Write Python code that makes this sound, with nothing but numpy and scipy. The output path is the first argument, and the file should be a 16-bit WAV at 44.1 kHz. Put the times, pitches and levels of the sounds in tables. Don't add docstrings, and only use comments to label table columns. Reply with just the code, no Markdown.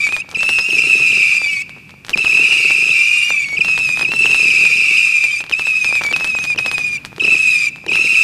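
import sys
import numpy as np
from scipy import signal
from scipy.fft import rfft, irfft
from scipy.io import wavfile
from scipy.ndimage import uniform_filter1d

SR = 44100
rng = np.random.default_rng(int(sys.argv[2]) if len(sys.argv) > 2 else 0)


def wav_out(sig):
    wavfile.write(sys.argv[1], SR, np.round(np.clip(np.atleast_2d(sig).T, -1, 1) * 32767).astype(np.int16))


N = 362943

# start_s, level_db
LIFTS = [(0.33, -31.5), (0.37, -26), (0.687, -24), (0.728, -19.5), (0.765, -26), (0.79, -27.5),
         (0.836, -21), (0.87, -25), (0.905, -26.5), (0.95, -21.5), (0.998, -22.5), (1.02, -28), (1.05, -30),
         (1.102, -30), (1.126, -24), (1.172, -23.5), (1.203, -32), (2.115, -29), (2.156, -21), (2.197, -28),
         (2.242, -24), (2.294, -29), (2.328, -25), (2.35, -23.5), (2.394, -22), (2.423, -26),
         (2.438, -29.5), (2.484, -29), (2.518, -28), (2.563, -30), (2.599, -27), (2.647, -23), (2.696, -29),
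         (2.754, -33), (2.783, -31), (2.824, -28.5), (2.862, -29), (2.89, -24), (2.938, -36), (2.986, -32),
         (3.552, -29), (3.589, -25), (4.029, -26), (4.088, -23), (4.137, -24), (4.208, -27), (4.246, -21.5),
         (4.297, -21.5), (4.333, -36), (4.395, -27), (4.429, -27), (4.453, -24), (4.486, -26), (4.535, -29),
         (4.558, -34), (4.584, -28), (4.61, -23.5), (4.634, -25.5), (4.7, -28), (4.755, -35), (4.782, -32),
         (4.815, -32), (4.86, -34), (4.909, -28), (4.954, -38), (5.506, -29), (5.591, -30), (6.116, -23),
         (6.56, -24), (7.181, -23), (7.22, -21), (7.246, -21), (7.277, -19.5), (7.322, -22), (7.346, -24),
         (7.864, -19.5), (7.891, -26.5), (7.917, -20), (7.943, -28), (7.99, -24), (8.014, -36),
         (8.043, -22), (8.081, -42), (8.127, -30), (8.195, -28.5)]
IGNITION_DELAY_S = .015


def amp(db):
    return np.exp(np.asarray(db) * np.log(10) / 20)


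def rms_one(x):
    return x / np.sqrt(np.mean(x ** 2) + 1e-20)


def drift(rate_hz, size):
    hop, settle = 20, 400
    pole = np.exp(-2 * np.pi * hop * rate_hz / SR)
    noise = rng.standard_normal(size // hop + settle + 2)
    slow = signal.lfilter([(1 - pole) ** 2], [1, -2 * pole, pole * pole], noise)[settle:]
    return np.interp(np.arange(size) / hop, np.arange(len(slow)), slow / np.sqrt((1 - pole) / 4))


def coloured(spectrum):
    hz, db = np.transpose(spectrum)
    bins_hz = np.maximum(np.fft.rfftfreq(N, 1 / SR), 1)
    gain = amp(np.interp(np.log(bins_hz), np.log(hz), db))
    return rms_one(irfft(rfft(rng.standard_normal(N)) * gain, N))


def butter(x, order, hz, kind="low"):
    return signal.sosfilt(signal.butter(order, hz, kind, fs=SR, output="sos"), x)


def fade(size, ramp_s):
    return np.clip(np.minimum(np.arange(size), np.arange(size)[::-1]) / (ramp_s * SR), 0, 1)


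def add(out, start_s, sound):
    i = max(round(start_s * SR), 0)
    out[i:i + len(sound)] += sound[:N - i]


def whistle(hz, edge_db=0, partials=None, waver=.00396, jitter=.00309, flutter_db=2.5, rasp_db=2.0):
    # multiple, level_db
    tube_partials = [(.5, -41), (1, -1.5), (1.5, -32), (2, -19.5), (2.5, -28), (3, -26), (3.5, -28.5),
                     (4, -40), (4.5, -45), (5, -42.5), (6, -50)]
    size = len(hz)
    wavering_hz = hz * (1 + waver * drift(20.5, size) + jitter * drift(72.7, size))
    phase = 2 * np.pi * (np.cumsum(wavering_hz) / SR + rng.random())
    tone = np.zeros(size)
    for multiple, level_db in partials or tube_partials:
        tilt_db = edge_db * ((multiple >= 2) - (multiple in (.5, 1.5)))
        swing_db = (1 if multiple == 1 else 2) * flutter_db * drift(25, size)
        tone += amp(level_db + tilt_db + swing_db) * np.sin(multiple * phase)
    return np.sqrt(2) * amp(rasp_db * drift(98, size)) * tone


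def burn_edge_db(size):
    return np.linspace(-7, -.5, size)


def solo_comets(climb_s=.035, catch_db=-5, catch_s=.033, tumble_db=2, flick_hz=2900, flick_s=.016):
    # lit_s, spent_s, first_hz, last_hz, level_db, tumble_hz, crest_s, tumble_pct
    comets = [(-.3, 0.084, 2684, 2260, -15.5, 2, .04, 0.33), (-.2, 0.216, 2490, 2467, -19, 11.7, .043, 2.5),
              (0.342, 0.799, 2733, 2706, -19, 6, .526, 1.6),
              (0.385, 0.801, 2651, 2516, -16.5, 3.36, .45, 1.24),
              (1.193, 1.627, 2483, 2238, -18.5, 3.55, 1.398, 0.78),
              (1.22, 1.631, 2635, 2529, -22.5, 8.6, 1.515, 2.5),
              (2.851, 3.312, 2706, 2832, -18.5, 6.3, 3.11, 0.49),
              (2.999, 3.566, 2500, 2213, -20.5, 4.87, 3.36, 1.08),
              (2.95, 3.443, 2450, 2421, -17.5, 3.2, 3.204, 2.9),
              (3.561, 4.048, 2745, 2494, -18.5, 6.2, 3.5, 1.23),
              (3.604, 4.003, 2598, 2437, -18.5, 6.2, 3.2, 1.44),
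              (4.044, 4.449, 2705, 2579, -17, 8, 4.261, 1.27),
              (4.973, 5.425, 2760, 2484, -21, 8.3, 5.138, 2.37),
              (4.92, 5.402, 2578, 2399, -20.5, 8.34, 5.178, 1.66),
              (4.878, 5.376, 2465, 2324, -19, 9.7, 5.142, 1.25),
              (5.519, 6.006, 2670, 2480, -17.5, 11, 5.77, 1.78),
              (5.608, 6.124, 2572, 2284, -19.5, 13.5, 5.885, 1.53),
              (6.132, 6.546, 2636, 2450, -18, 14.4, 6.355, 1.63),
              (6.573, 6.977, 2624, 2373, -18.5, 14.8, 7, 1.27),
              (7.195, 7.681, 2735, 2342, -15, 14.1, 7.46, 1.11),
              (7.261, 7.668, 2710, 2507, -16.5, 4.7, 7.479, 1.06),
              (7.295, 7.698, 2602, 2400, -18, 9, 7.52, 1.93),
              (7.879, 8.23, 2632, 2481, -18, 14.2, 8.039, 1.5)]
    out, power = np.zeros(N), np.zeros(N)
    flick_t = np.arange(0, flick_s, 1 / SR)
    for lit_s, spent_s, first_hz, last_hz, level_db, tumble_hz, crest_s, tumble_pct in comets:
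        t = np.arange(max(lit_s, 0), spent_s, 1 / SR)
        age_s = t - lit_s
        turn = 2 * np.pi * tumble_hz * (t - crest_s)
        tumble = tumble_pct / 100 * (np.cos(turn) - .29 * np.sin(2 * turn))
        flat = .08 * np.exp(-age_s / climb_s)
        hz = np.interp(t, [lit_s, spent_s], [first_hz, last_hz]) * (1 - flat + tumble)
        swing_db = tumble_db * np.cos(turn - 2 * np.pi * .2)
        gain = amp(level_db + catch_db * np.exp(-age_s / catch_s) + swing_db) * fade(len(t), .0073)
        add(out, t[0], gain * whistle(hz, burn_edge_db(len(t))))
        add(power, t[0], gain ** 2)
        rise_hz = flick_hz + (hz[-1] - flick_hz) * np.exp(-4 * flick_t / flick_s)
        flick = np.hanning(len(flick_t)) * whistle(rise_hz, partials=[(.95, 0)])
        add(out, spent_s - flick_s / 4, amp(-28) * flick)
    return out, power


def jet_hiss(whistle_power, relative_db=-19):
    # freq_hz, density_db
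    spectrum = [(300, -27.5), (1200, -17), (2000, -5.5), (2600, 1.5), (3300, -7), (6000, -9),
                (10000, -14.5), (15500, -39)]
    envelope = np.sqrt(uniform_filter1d(whistle_power, size=600) + 1e-12)
    return amp(relative_db) * envelope * coloured(spectrum)


def night_rumble(wander_db=2.0):
    # freq_hz, density_db
    spectrum = [(20, -50), (40, -26), (60, -9), (150, 1), (300, -9.5), (600, -22), (2000, -24.5),
                (15500, -40)]
    # time_s, level_db
    envelope = [(0, -43.5), (1, -48), (1.801, -44.5), (2.301, -44.5), (3.1, -49), (3.6, -38.5), (4.5, -42),
                (5.2, -51), (5.998, -42.5), (7.2, -41), (8.23, -46)]
    level_db = np.interp(np.arange(N) / SR, *np.transpose(envelope))
    return amp(level_db + wander_db * drift(.62, N)) * coloured(spectrum)


def tree_wash(near, level_db=-23.5, t60_s=1.78):
    t = np.arange(0, 2, 1 / SR)
    tail = rng.standard_normal(len(t)) * amp(-60 * t / t60_s) * np.clip(t / .0033, 0, 1)
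    tail = butter(tail, 1, hz=3000)
    return amp(level_db) * signal.fftconvolve(near, tail / np.sqrt(np.sum(tail ** 2)))[:N]


def cracks(scatter_db=-22, scatter_s=.014, lesser_per_s=15):
    # time_s, level_db, shock_ms
    bursts = [(0.0696, -10, 0.24), (0.0901, -11, 0.22), (0.1242, -6, 0.22), (0.1656, -4.5, 0.21),
              (0.2913, -21, 0.12), (0.314, -15, 0.12), (0.4073, -12, 0.14), (0.4318, -2.5, 0.19),
              (0.492, 1, 0.2), (0.5864, -4, 0.22), (0.5919, -4, 0.16), (1.3471, -13, 0.15),
              (1.4174, -16, 0.49), (1.6944, -18.5, 0.21), (1.783, -31, 0.26), (1.894, -24, 0.23),
              (1.907, -25, 0.18), (2.0488, -16.5, 0.19), (2.0662, -19.5, 0.11), (2.084, -16, 0.24),
              (2.0947, -3.5, 0.15), (2.105, -10, 0.18), (2.1755, -2.5, 0.16), (2.2482, -3, 0.22),
              (2.278, -17, 0.43), (2.374, -8, 0.19), (2.5272, -7, 0.16), (2.6991, -10.5, 0.19),
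              (2.7069, -6.5, 0.26), (3.3053, -7, 0.45), (3.487, -15, 0.17), (3.6478, -5.5, 0.18),
              (3.6846, -8.5, 0.22), (3.7778, -4, 0.21), (3.79, -10, 0.11), (3.8917, -9.5, 0.23),
              (3.974, -9.5, 0.27), (3.995, -5, 0.16), (4.0121, -5.5, 0.26), (4.028, -9.5, 0.25),
              (4.119, -4.5, 0.22), (4.1369, -6.5, 0.34), (4.2574, -2, 0.26), (4.3137, -6, 0.14),
              (4.346, -0.5, 0.19), (4.6534, -5.5, 0.16), (5.24, -6, 0.14), (5.406, -9.5, 0.2),
              (5.4402, -14, 0.23), (5.465, -19, 0.2), (5.4965, -10.5, 0.16), (5.5134, -7, 0.24),
              (5.5954, -5.5, 0.24), (5.6704, -8, 0.23), (5.8455, -3, 0.17), (5.9265, -10, 0.49),
              (5.9542, -7.5, 0.17), (6.0125, -11, 0.5), (6.0179, -7, 0.31), (6.0368, -4, 0.15),
              (6.0491, -13.5, 0.53), (6.0648, -6.5, 0.13), (6.0887, -16, 0.33), (6.1126, -17, 0.5),
              (6.127, -4, 0.21), (6.1633, -1, 0.16), (6.1995, -11, 0.18), (6.209, -10, 0.35),
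              (6.245, -1.5, 0.18), (6.2746, -11, 0.13), (6.351, -12.5, 0.56), (6.3878, -7, 0.23),
              (6.441, -6, 0.15), (6.452, -10.5, 0.21), (6.5026, -20, 0.46), (6.5879, -3.5, 0.17),
              (6.5966, -13.5, 0.44), (6.6622, -1.5, 0.22), (6.7148, -2.5, 0.19), (6.7816, -2, 0.2),
              (7.05, -9.5, 0.19), (7.059, -18, 0.1), (7.1633, -20, 0.16), (7.283, -25, 0.59),
              (7.76, -19, 0.23), (7.956, -2, 0.18)]
    # delay_s, gain_db
    echoes = [(.0022, -24.5), (.0037, -22)]
    draws = rng.random((300, 3))
    random_s = np.cumsum(-np.log(draws[:, 0]) / lesser_per_s)
    lesser = np.transpose([random_s, -23 - 10 * draws[:, 1], .034 + .88 * draws[:, 2]])
    per_quarter_s = np.histogram(np.array(bursts)[:, 0], np.arange(0, 9, .25))[0]
    lesser = [row for row in lesser[random_s < N / SR] if per_quarter_s[int(row[0] * 4)] > 1]
    direct, t = np.zeros(N), np.arange(0, .04, 1 / SR)
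    for time_s, level_db, shock_ms in [*bursts, *lesser]:
        shock_s = shock_ms / 1000
        shock = np.where(t < shock_s, 2 * t / shock_s - 1, 0)
        scatter = amp(scatter_db) * rng.standard_normal(len(t)) * np.exp(-t / scatter_s)
        crack = butter(shock + scatter, 1, hz=min(.494 / shock_s, 16000))
        add(direct, time_s - shock_s / 2, amp(level_db + 7.5) * crack)
    out = butter(direct, 2, hz=12000)
    reflected = butter(out, 1, hz=5000)
    for delay_s, gain_db in echoes:
        add(out, delay_s, amp(gain_db) * reflected)
    return out


def launches(thump_hz=404, top_hz=3256, end_hz=2431, fall_s=.00595, squeal_s=.021):
    out = np.zeros(N)
    t, squeal_t = np.arange(0, .06, 1 / SR), np.arange(0, squeal_s, 1 / SR)
    thump = np.sin(2 * np.pi * thump_hz * t) * np.exp(-.5 * ((t - .0045) / .002) ** 2)
    swoop_hz = end_hz + (top_hz - end_hz) * np.exp(-squeal_t / fall_s)
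    swell = (.3 + .7 * squeal_t / squeal_s) * fade(len(squeal_t), .004) / np.sqrt(2)
    pauses_s = np.diff(np.array(LIFTS)[:, 0], prepend=-1)
    for (start_s, level_db), pause_s in zip(LIFTS, pauses_s):
        uneven_db = 3 * rng.standard_normal()
        squeal_db = -7 if pause_s > .3 else -10 + uneven_db
        noise = rng.standard_normal(len(t))
        tick = amp(9.5) * np.exp(-t / .0025) * butter(noise, 2, hz=3500)
        puff = amp(-7.5) * np.exp(-t / .025) * rms_one(butter(noise, 2, hz=[120, 450], kind="band"))
        add(out, start_s, amp(level_db - 2.5) * (thump + tick + puff))
        hz = swoop_hz * (1 + .018 * rng.standard_normal())
        squeal = whistle(hz, partials=[(1, .029), (2, -21.5)], jitter=.01, rasp_db=2.1)
        add(out, start_s + IGNITION_DELAY_S, amp(squeal_db) * swell * squeal)
    return out


def salvos(detune=.025, swell_db=.5, tumble_hz=13, tumble_depth=.0118):
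    # time_s, level_db
    envelopes = [
        [(.76, -15), (.9, -10.5), (1.1, -11.5), (1.34, -13)],
        [(2.16, -17.5), (2.3, -11), (2.6, -10.5), (2.85, -12.5), (3.05, -14.5), (3.2, -15.5)],
        [(4.18, -13), (4.3, -13), (4.55, -10), (4.8, -12), (5.0, -12), (5.2, -19)],
        [(7.92, -14), (8.1, -13), (8.23, -9.5)],
    ]
    # age_s, pitch_hz
    glide = [(0, 2600), (.06, 2700), (.2, 2600), (.45, 2380), (0.478, 2420), (.5, 2880)]
    crowd, crowd_power, level = np.zeros(N), np.full(N, 1e-3), np.zeros(N)
    age_s, pitch_hz = np.transpose(glide)
    t = np.arange(0, age_s[-1], 1 / SR)
    for start_s, _ in LIFTS:
        if not any(rows[0][0] - age_s[-1] < start_s < rows[-1][0] for rows in envelopes):
            continue
        tumble = np.sin(2 * np.pi * (tumble_hz * t + rng.random()) + 1.48 * drift(6.04, len(t)))
        hz = np.interp(t, age_s, pitch_hz) * (1 + detune * rng.standard_normal() + tumble_depth * tumble)
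        gain = amp(swell_db * drift(20, len(t))) * fade(len(t), .025)
        add(crowd, start_s + IGNITION_DELAY_S, gain * whistle(hz, burn_edge_db(len(t))))
        add(crowd_power, start_s + IGNITION_DELAY_S, gain ** 2)
    for rows in envelopes:
        time_s, level_db = np.transpose(rows)
        span_s = np.arange(time_s[0], time_s[-1] + .05, 1 / SR)
        add(level, time_s[0], amp(np.interp(span_s, time_s, level_db)) * fade(len(span_s), .013))
    return level * crowd / np.sqrt(uniform_filter1d(crowd_power, size=2000)), level ** 2


def stray_squeaks():
    # start_s, length_s, first_hz, last_hz, level_db
    squeaks = [(1.474, 0.038, 2880, 2800, -19), (1.52, .035, 2980, 3080, -32),
               (2.874, 0.075, 2997, 4354, -30), (3.298, 0.14, 2730, 2410, -17.5),
               (4.85, 0.028, 5700, 5510, -30), (5.29, 0.049, 3030, 3220, -29)]
    out = np.zeros(N)
    for start_s, length_s, first_hz, last_hz, level_db in squeaks:
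        hz = np.linspace(first_hz, last_hz, round(length_s * SR))
        add(out, start_s, amp(level_db) * np.hanning(len(hz)) * whistle(hz, partials=[(1, 0)]))
    return out


def scene():
    solo, solo_power = solo_comets()
    crowd, crowd_power = salvos()
    near = solo + crowd + jet_hiss(solo_power + crowd_power) + stray_squeaks() + launches() + cracks()
    return (near + night_rumble() + tree_wash(near))[None]


def record(dry):
    stop_hz = 16200
    return signal.sosfilt(signal.cheby2(12, 60, stop_hz, fs=SR, output="sos"), np.tanh(dry))


dry = scene()
out = record(dry)
wav_out(out)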